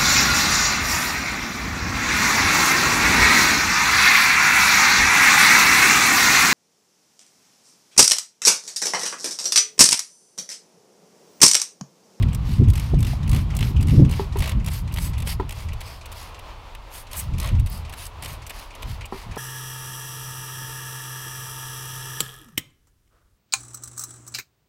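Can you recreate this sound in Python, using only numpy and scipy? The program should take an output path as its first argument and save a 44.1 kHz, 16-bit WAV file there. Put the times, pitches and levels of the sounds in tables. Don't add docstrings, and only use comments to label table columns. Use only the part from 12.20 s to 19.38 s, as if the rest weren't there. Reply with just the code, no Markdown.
import sys
import numpy as np
from scipy import signal
from scipy.fft import rfft, irfft, next_fast_len
from scipy.io import wavfile
from scipy.ndimage import uniform_filter1d, map_coordinates

SR = 44100
rng = np.random.default_rng(int(sys.argv[2]) if len(sys.argv) > 2 else 0)


def persist_wave(psi):
    counts = np.round(np.clip(psi, -1, 1) * 32767).astype(np.int16)
    wavfile.write(sys.argv[1], SR, np.atleast_2d(counts).T)


N = 316440


def amp(db):
    return 10 ** (np.asarray(db) / 20)


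def unit(x):
    return x / np.sqrt(np.mean(x ** 2) + 1e-20)


def clock():
    return np.arange(N) / SR


def wobble(rate_hz):
    step = max(int(SR / rate_hz / 6), 1)
    at = np.arange(0, N + step, step)
    knots = rng.standard_normal(int(N * rate_hz / SR) + 4)
    return np.interp(np.arange(N), at, map_coordinates(knots, [at * rate_hz / SR]))


def filtered(x, response):
    size = next_fast_len(N + 8192)
    return irfft(rfft(x, size) * response(np.fft.rfftfreq(size, 1 / SR)), size)[:N]


def coloured(x, spectrum):
    points_hz, db = np.transpose(spectrum)
    return unit(filtered(x, lambda hz: amp(np.interp(np.log(hz + 1), np.log(points_hz), db))))


def grains(depth_db, rate_hz):
    return rng.standard_normal(N) * amp(depth_db * wobble(rate_hz))


def patchy(x, depth_db):
    spectra = signal.stft(x, nperseg=512)[2]
    field = uniform_filter1d(rng.standard_normal(spectra.shape), size=5, axis=0)
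    field = uniform_filter1d(field, size=14, axis=1)
    return signal.istft(spectra * amp(depth_db * unit(field)), nperseg=512)[1][:N]


def bursts(times_s, levels_db, rise_s, t60_s, slowness=1):
    out, t = np.zeros(N + SR), np.arange(SR // 10) / SR
    stretches = slowness * np.exp(rng.normal(0, 0.15, len(times_s)))
    for at_s, db, stretch in zip(times_s, levels_db, stretches):
        attack = 1 - np.exp(-(t / (rise_s * stretch)) ** 2)
        shape = attack * amp(-60 * t / (t60_s * stretch))
        start = max(round((at_s - rise_s * (stretch - 1)) * SR), 0)
        out[start:][:len(t)] += amp(db) * shape / shape.max()
    return out[:N]


def swell(crest_s, length_s, fullness, rise_share=0.43):
    t = clock() - crest_s
    distance = np.abs(t) / (length_s * np.where(t < 0, rise_share, 1 - rise_share))
    out, near = np.zeros(N), distance < 2
    out[near] = 10 ** -(distance[near] ** fullness)
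    return out


# (frequency [Hz], level [dB])
OUTDOOR_SPECTRUM = [(60, -12), (200, -13), (350, -12), (520, -9), (750, -8), (980, -4.5), (1180, -7.5),
                    (1600, -17.5), (2700, -15.5), (4200, -21), (6000, -28.5), (8000, -34), (15800, -41)]


def outdoors():
    level_db = -46 + 0.097 * wobble(2.72) + 1.5 * wobble(14)
    return amp(level_db) * coloured(rng.standard_normal(N), OUTDOOR_SPECTRUM)


def eddies(spectrum, evenness):
    noise = coloured(rng.standard_normal(N), spectrum)
    power = np.abs(uniform_filter1d(noise ** 2, size=SR // 12)) + 1e-6
    return unit(noise / power ** (evenness / 2))


# (time [s], level [dB])
BREEZE_CURVE = [(0, -30.5), (.25, -23), (1.3, -23.5), (1.72, -18.5), (2.0, -26), (2.6, -26.5),
                (2.85, -24.5), (3.15, -27.5), (3.3, -33), (3.72, -38.5), (3.9, -43), (4.88, -49),
                (5.08, -27.5), (5.3, -23.5), (5.62, -31.5), (5.75, -41.5), (6.5, -50.5), (7.18, -47)]
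# (crest [s], length [s], rumble [dB], flutter [dB])
WIND_GUSTS = [(0.045, 0.18, -20, -19), (0.412, 0.1, -25, -13), (0.488, 0.064, -11, -22.5),
              (0.765, 0.14, -19, -22.5), (1.11, 0.18, -22.5, -25.5), (1.57, 0.082, -20.5, -29),
              (1.803, .22, -20, -10.5), (2.204, 0.068, -21, -25.5), (2.374, 0.11, -21, -25),
              (3.496, .16, -29.5, -39), (4.983, 0.051, -36, -40), (5.142, 0.05, -27, -35),
              (5.333, 0.08, -25, -26), (5.393, 0.13, -17.5, -54), (6.1, 0.44, -39, -46),
              (6.692, 0.17, -27.5, -37), (6.816, 0.1, -33, -48), (7.092, 0.13, -35, -36)]
# (frequency [Hz], level [dB])
RUMBLE_SPECTRUM = [(6, -39), (25, -7), (45, 3), (85, 4), (115, -3), (170, -29), (300, -57), (900, -130)]
FLUTTER_SPECTRUM = [(60, -31), (100, 0.5), (130, 3.5), (190, -7.5), (280, -20.5), (400, -37.5), (600, -59),
                    (1500, -71), (4000, -130)]
TEARING_SPECTRUM = [(100, -26), (220, 4.5), (310, -3.5), (440, -12.5), (700, -34), (1500, -57),
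                    (5000, -120)]
DRAUGHT_SPECTRUM = [(8, -26), (25, 1), (45, 4), (70, -26), (130, -28), (400, -56), (1500, -120)]


def wind():
    moderate_breeze_db, strong_flutter_db = -24, -12
    breeze_db = np.interp(clock(), *np.transpose(BREEZE_CURVE))
    rumble = amp(breeze_db + 1.3 * wobble(14))
    flutter = amp(-29 + 1.61 * (breeze_db - moderate_breeze_db) + 2.3 * wobble(20))
    for crest_s, length_s, rumble_db, flutter_db in WIND_GUSTS:
        gust = swell(crest_s, length_s, fullness=1.75)
        rumble += amp(rumble_db) * gust
        flutter += amp(flutter_db) * gust
    tearing = amp(-24.5 + 3.5 * wobble(45)) * (flutter / amp(strong_flutter_db)) ** 1.3
    return (rumble * eddies(RUMBLE_SPECTRUM, evenness=1.0)
            + flutter * eddies(FLUTTER_SPECTRUM, evenness=0.5)
            + tearing * eddies(TEARING_SPECTRUM, evenness=0.53)
            + amp(-43) * eddies(DRAUGHT_SPECTRUM, evenness=0.14))


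# (time [s], level [dB], pitch [Hz])
DULL_BUMPS = [(0.732, -17, 340), (0.736, -28, 620), (0.931, -28.5, 730)]


def bumps():
    out, jitter_rad = np.zeros(N), 1.9 * wobble(220)
    for at_s, db, hz in DULL_BUMPS:
        tone = np.sin(2 * np.pi * hz * clock() + jitter_rad)
        out += bursts([at_s], [db], rise_s=0.003, t60_s=0.033) * tone
    return out


# (time [s], level [dB])
HOLLOW_KNOCKS = [(1.995, -21.5), (2.156, -26.5), (3.198, -20.5), (6.923, -23.5), (7.167, -23.5)]
# (frequency [Hz], level [dB], t60 [s])
HOLLOW_MODES = [(332, 1, 0.02), (393, 2, 0.12), (823, -2, 0.04), (898, -4, 0.06), (980, -0.5, 0.056),
                (1294, -6.5, 0.036), (1860, -10, 0.019)]
# (delay [s], level [dB])
KNOCK_CONTACTS = [(0, 0), (.003, -9.5), (0.03, -15.5)]


def knocks():
    out, t = np.zeros(N + SR), np.arange(SR // 4) / SR
    hz, mode_db, t60_s = np.transpose(HOLLOW_MODES)[:, :, None]
    attack = 1 - np.exp(-t / 0.0012)
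    for at_s, db in HOLLOW_KNOCKS:
        for delay_s, contact_db in KNOCK_CONTACTS:
            walk = np.cumsum(rng.normal(0, 0.0091, (len(hz), len(t))), axis=1)
            smear_cycles = walk * np.sqrt(hz / hz.max())
            decay = amp(mode_db + rng.normal(0, 1, hz.shape) - 60 * t / t60_s)
            modes = decay * np.sin(2 * np.pi * (hz * t + smear_cycles + rng.random(hz.shape)))
            out[round((at_s + delay_s) * SR):][:len(t)] += amp(db + contact_db) * modes.sum(0) * attack
    return out[:N]


# (frequency [Hz], level [dB])
THUD_SPECTRUM = [(60, -17), (160, 3), (260, 4), (500, -15), (1100, -12), (1600, -20), (4000, -23),
                 (9000, -60)]


def thuds():
    times_s, levels_db = np.transpose(HOLLOW_KNOCKS)
    envelope = amp(-9) * bursts(times_s, levels_db, rise_s=0.0019, t60_s=0.14)
    return envelope * coloured(grains(depth_db=3, rate_hz=350), THUD_SPECTRUM)


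def tick(at_s=5.4995, level_db=-28, pitch_hz=14800):
    tone = np.sin(2 * np.pi * pitch_hz * clock() + 1.3 * wobble(2200))
    return bursts([at_s], [level_db], rise_s=0.00055, t60_s=0.0062) * tone


# (crest [s], length [s], level [dB])
PUMP_GARGLES = [(1.18, 0.15, -42.5), (2.28, 0.28, -41), (4.95, 0.053, -38), (5.25, 0.18, -36.5),
                (6.088, 0.21, -45)]
# (frequency [Hz], level [dB])
GARGLE_SPECTRUM = [(150, -17), (400, -13), (620, 6), (830, -9), (1030, 7.5), (1400, -4.5), (3000, -4.5),
                   (10000, -65)]


def gargle():
    churn = sum(amp(db) * swell(crest_s, length_s, fullness=1.5)
                for crest_s, length_s, db in PUMP_GARGLES)
    return churn * coloured(grains(depth_db=2, rate_hz=300), GARGLE_SPECTRUM)


# (first gulp [s], gulps [count], gulp [dB], click [dB])
TRIGGER_RELEASES = [(.129, 2, -40.5, -48.5), (0.482, 2, -40.5, -49), (0.787, 2, -42.5, -48),
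                    (1.075, 2, -40.5, -46.5), (1.348, 2, -39.5, -45.5), (1.608, 2, -39, -45.5),
                    (1.893, 2, -41.5, -45), (2.169, 2, -38, -46), (2.443, 2, -40.5, -53.5),
                    (2.721, 2, -41, -46.5), (2.979, 1, -39.5, -46), (3.531, 1, -43, -45),
                    (3.856, 1, -40, -47.5), (4.19, 1, -43, -46.5), (4.913, 2, -41.5, -50.5),
                    (5.181, 2, -37.5, -50.5), (5.395, 1, -41.5, -49.5), (5.694, 1, -41.5, -47),
                    (6.265, 1, -39.5, -48), (6.55, 1, -42.5, -49), (6.854, 1, -42, -43.5),
                    (7.157, 1, -45, -46)]
# (frequency [Hz], level [dB])
SNAP_SPECTRUM = [(2000, -2.5), (4500, 4.5), (6400, 2.5), (7200, 0), (8000, -1), (11000, -8.5), (15800, -22)]
HOUSING_SPECTRUM = [(400, -22), (900, -8.5), (1500, -7), (2000, 0.5), (2500, 4.5), (3100, -1), (4200, -7),
                    (6500, -40), (12000, -43)]


def trigger(click_lead_s=0.0463, stop_lead_s=0.011, stop_hz=2640):
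    gulp_s, _, _, click_db = np.transpose(TRIGGER_RELEASES)
    click_s = gulp_s - click_lead_s
    snap = bursts(click_s, click_db, rise_s=0.0017, t60_s=0.1)
    snap *= coloured(grains(depth_db=1, rate_hz=710), SNAP_SPECTRUM)
    housing = bursts(click_s, click_db + 3.5, rise_s=0.0028, t60_s=0.097)
    housing *= coloured(patchy(grains(depth_db=2, rate_hz=700), depth_db=4.5), HOUSING_SPECTRUM)
    stop = bursts(gulp_s - stop_lead_s, click_db + 3.5, rise_s=0.0016, t60_s=0.072)
    stop *= unit(wobble(900) * np.sin(2 * np.pi * stop_hz * clock()))
    return snap + housing + stop


def gulps(gap_s=0.017, second_boost_db=7, body_offset_db=-2, first_slowness=1.27):
    return [(at_s + k * gap_s, db + k * second_boost_db, db + body_offset_db, 1 if k else first_slowness)
            for at_s, count, db, _ in TRIGGER_RELEASES for k in range(round(count))]


# (time [s], spits [count], gap [s], fizz [dB], body [dB])
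VALVE_SPUTTERS = [(0.024, 1, .018, -37, -28.5), (.533, 4, .0208, -35.5, -35.5), (.826, 3, .02, -36, -36.5),
                  (1.113, 4, .0158, -35, -33.5), (1.388, 3, .0183, -36, -31), (1.669, 4, .012, -39, -36.5),
                  (1.923, 2, .012, -40, -33), (2.203, 6, .0178, -33.5, -30.5), (2.316, 1, .015, -39, -31.5),
                  (2.472, 2, .01, -37.5, -34), (2.759, 3, .012, -35.5, -33.5), (3.0, 2, 0.021, -39, -38),
                  (3.071, 1, .015, -31, -28), (3.291, 3, .015, -38, -37.5), (3.604, 2, .007, -40.5, -39),
                  (3.916, 2, .007, -43, -45), (4.548, 1, .015, -45, -39), (4.94, 1, .015, -44, -38),
                  (5.213, 6, .0148, -37, -41), (5.46, 2, .01, -39.5, -39.5), (5.724, 2, .011, -40, -38),
                  (5.852, 2, .012, -35.5, -56), (6.022, 4, .0115, -35.5, -37),
                  (6.294, 2, 0.0088, -37.5, -34), (6.621, 2, .006, -40, -36.5)]


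def sputters(first_body_db=-2):
    return [(at_s + k * gap_s, fizz_db, body_db + (0 if k else first_body_db), 1)
            for at_s, count, gap_s, fizz_db, body_db in VALVE_SPUTTERS for k in range(round(count))]


# (frequency [Hz], level [dB])
FIZZ_SPECTRUM = [(2000, -9), (4500, 0.5), (6400, -0.5), (7200, -1.5), (8000, 3), (9300, -0.5), (10700, 0),
                 (13000, -2), (15800, -10)]
BODY_SPECTRUM = [(300, -4.5), (800, -0.5), (1500, -6.5), (2000, 1), (2500, 3), (3600, -1.5), (4600, -9.5),
                 (7000, -31), (12000, -34)]


def spits(scatter_db=0.9):
    times_s, fizz_db, body_db, slowness = np.transpose(gulps() + sputters())
    fizz_scatter_db, body_scatter_db = scatter_db * rng.standard_normal((len(times_s), 2)).T
    fizz = bursts(times_s, fizz_db + fizz_scatter_db, rise_s=0.0027, t60_s=0.027, slowness=slowness)
    fizz *= coloured(patchy(grains(depth_db=3, rate_hz=1600), depth_db=2), FIZZ_SPECTRUM)
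    body = bursts(times_s, body_db + body_scatter_db, rise_s=0.0024, t60_s=0.043, slowness=slowness)
    body *= coloured(patchy(grains(depth_db=3, rate_hz=1000), depth_db=1), BODY_SPECTRUM)
    return fizz + body


# (crest [s], length [s], mist [dB], splash [dB], ring [Hz], ring [dB])
SPRAY_JETS = [(0.315, 0.2, -52, -44, 4620, -62), (0.617, 0.25, -53, -45.5, 5270, -57),
              (0.896, 0.16, -49, -41.5, 5000, -57), (1.175, 0.14, -46.5, -42, 4700, -53),
              (1.455, 0.14, -47, -41, 5100, -51), (1.742, .21, -51, -44, 5360, -53),
              (1.973, .19, -48.5, -41.5, 4870, -51), (2.255, 0.16, -47.5, -40, 4000, -45),
              (2.545, 0.13, -40.5, -41, 4670, -46), (2.836, .13, -37, -41, 4780, -45),
              (3.096, .1, -35, -34.5, 4910, -35), (3.39, 0.16, -50.5, -46, 4630, -54),
              (3.69, 0.21, -52, -48, 4900, -48), (4.003, 0.22, -51, -45, 4700, -52),
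              (4.765, 0.14, -42, -45, 9350, -48), (4.979, .17, -44.5, -42.5, 2920, -48),
              (4.984, 0.063, -32, -60, 8100, -35.5), (5.244, .16, -49.5, -45, 3890, -41.5),
              (5.539, 0.15, -46, -47.5, 4840, -46), (5.813, .14, -43.5, -43, 9500, -49),
              (6.102, 0.12, -44.5, -43.5, 8400, -50), (6.383, 0.19, -50.5, -45, 4900, -54),
              (6.706, 0.14, -51.5, -44.5, 4700, -54), (6.98, 0.18, -53, -46, 4550, -55)]
# (frequency [Hz], level [dB])
MIST_SPECTRUM = [(2000, -37), (4500, -31), (6500, -2), (7200, -5), (8000, -1), (9000, -1.5), (11000, 0.5),
                 (13500, -1.5), (15800, -8.5)]
SPLASH_SPECTRUM = [(250, -30), (700, -3.5), (1100, 0), (1500, -2), (2100, 3.5), (3500, -0.5), (4800, 0),
                   (5600, -3), (6500, -7.5), (12000, -30)]


def spray():
    mist = coloured(patchy(grains(depth_db=4, rate_hz=2800), depth_db=2.8), MIST_SPECTRUM)
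    splash = coloured(patchy(grains(depth_db=1.5, rate_hz=1200), depth_db=1), SPLASH_SPECTRUM)
    out, t, ring_noise = np.zeros(N), clock(), wobble(1200)
    for crest_s, length_s, mist_db, splash_db, ring_hz, ring_db in SPRAY_JETS:
        flow = swell(crest_s, length_s, fullness=2.44)
        on = np.flatnonzero(flow)
        ring = amp(ring_db) * ring_noise[on] * np.sin(2 * np.pi * ring_hz * t[on])
        out[on] += flow[on] * (amp(mist_db) * mist[on] + ring + amp(splash_db) * splash[on])
    return out * amp(1.1 * wobble(130))


def scene():
    bottle = spray() + spits() + gargle() + trigger() + tick()
    return (bottle + knocks() + thuds() + bumps() + wind() + outdoors())[None]


def record(dry):
    ceiling, top_hz = 0.85, 15900
    rounded = dry[0] / (1 + np.abs(dry[0] / ceiling) ** 6) ** (1 / 6)
    return filtered(rounded, lambda hz: hz < top_hz)[None]


dry = scene()
out = record(dry)
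persist_wave(out)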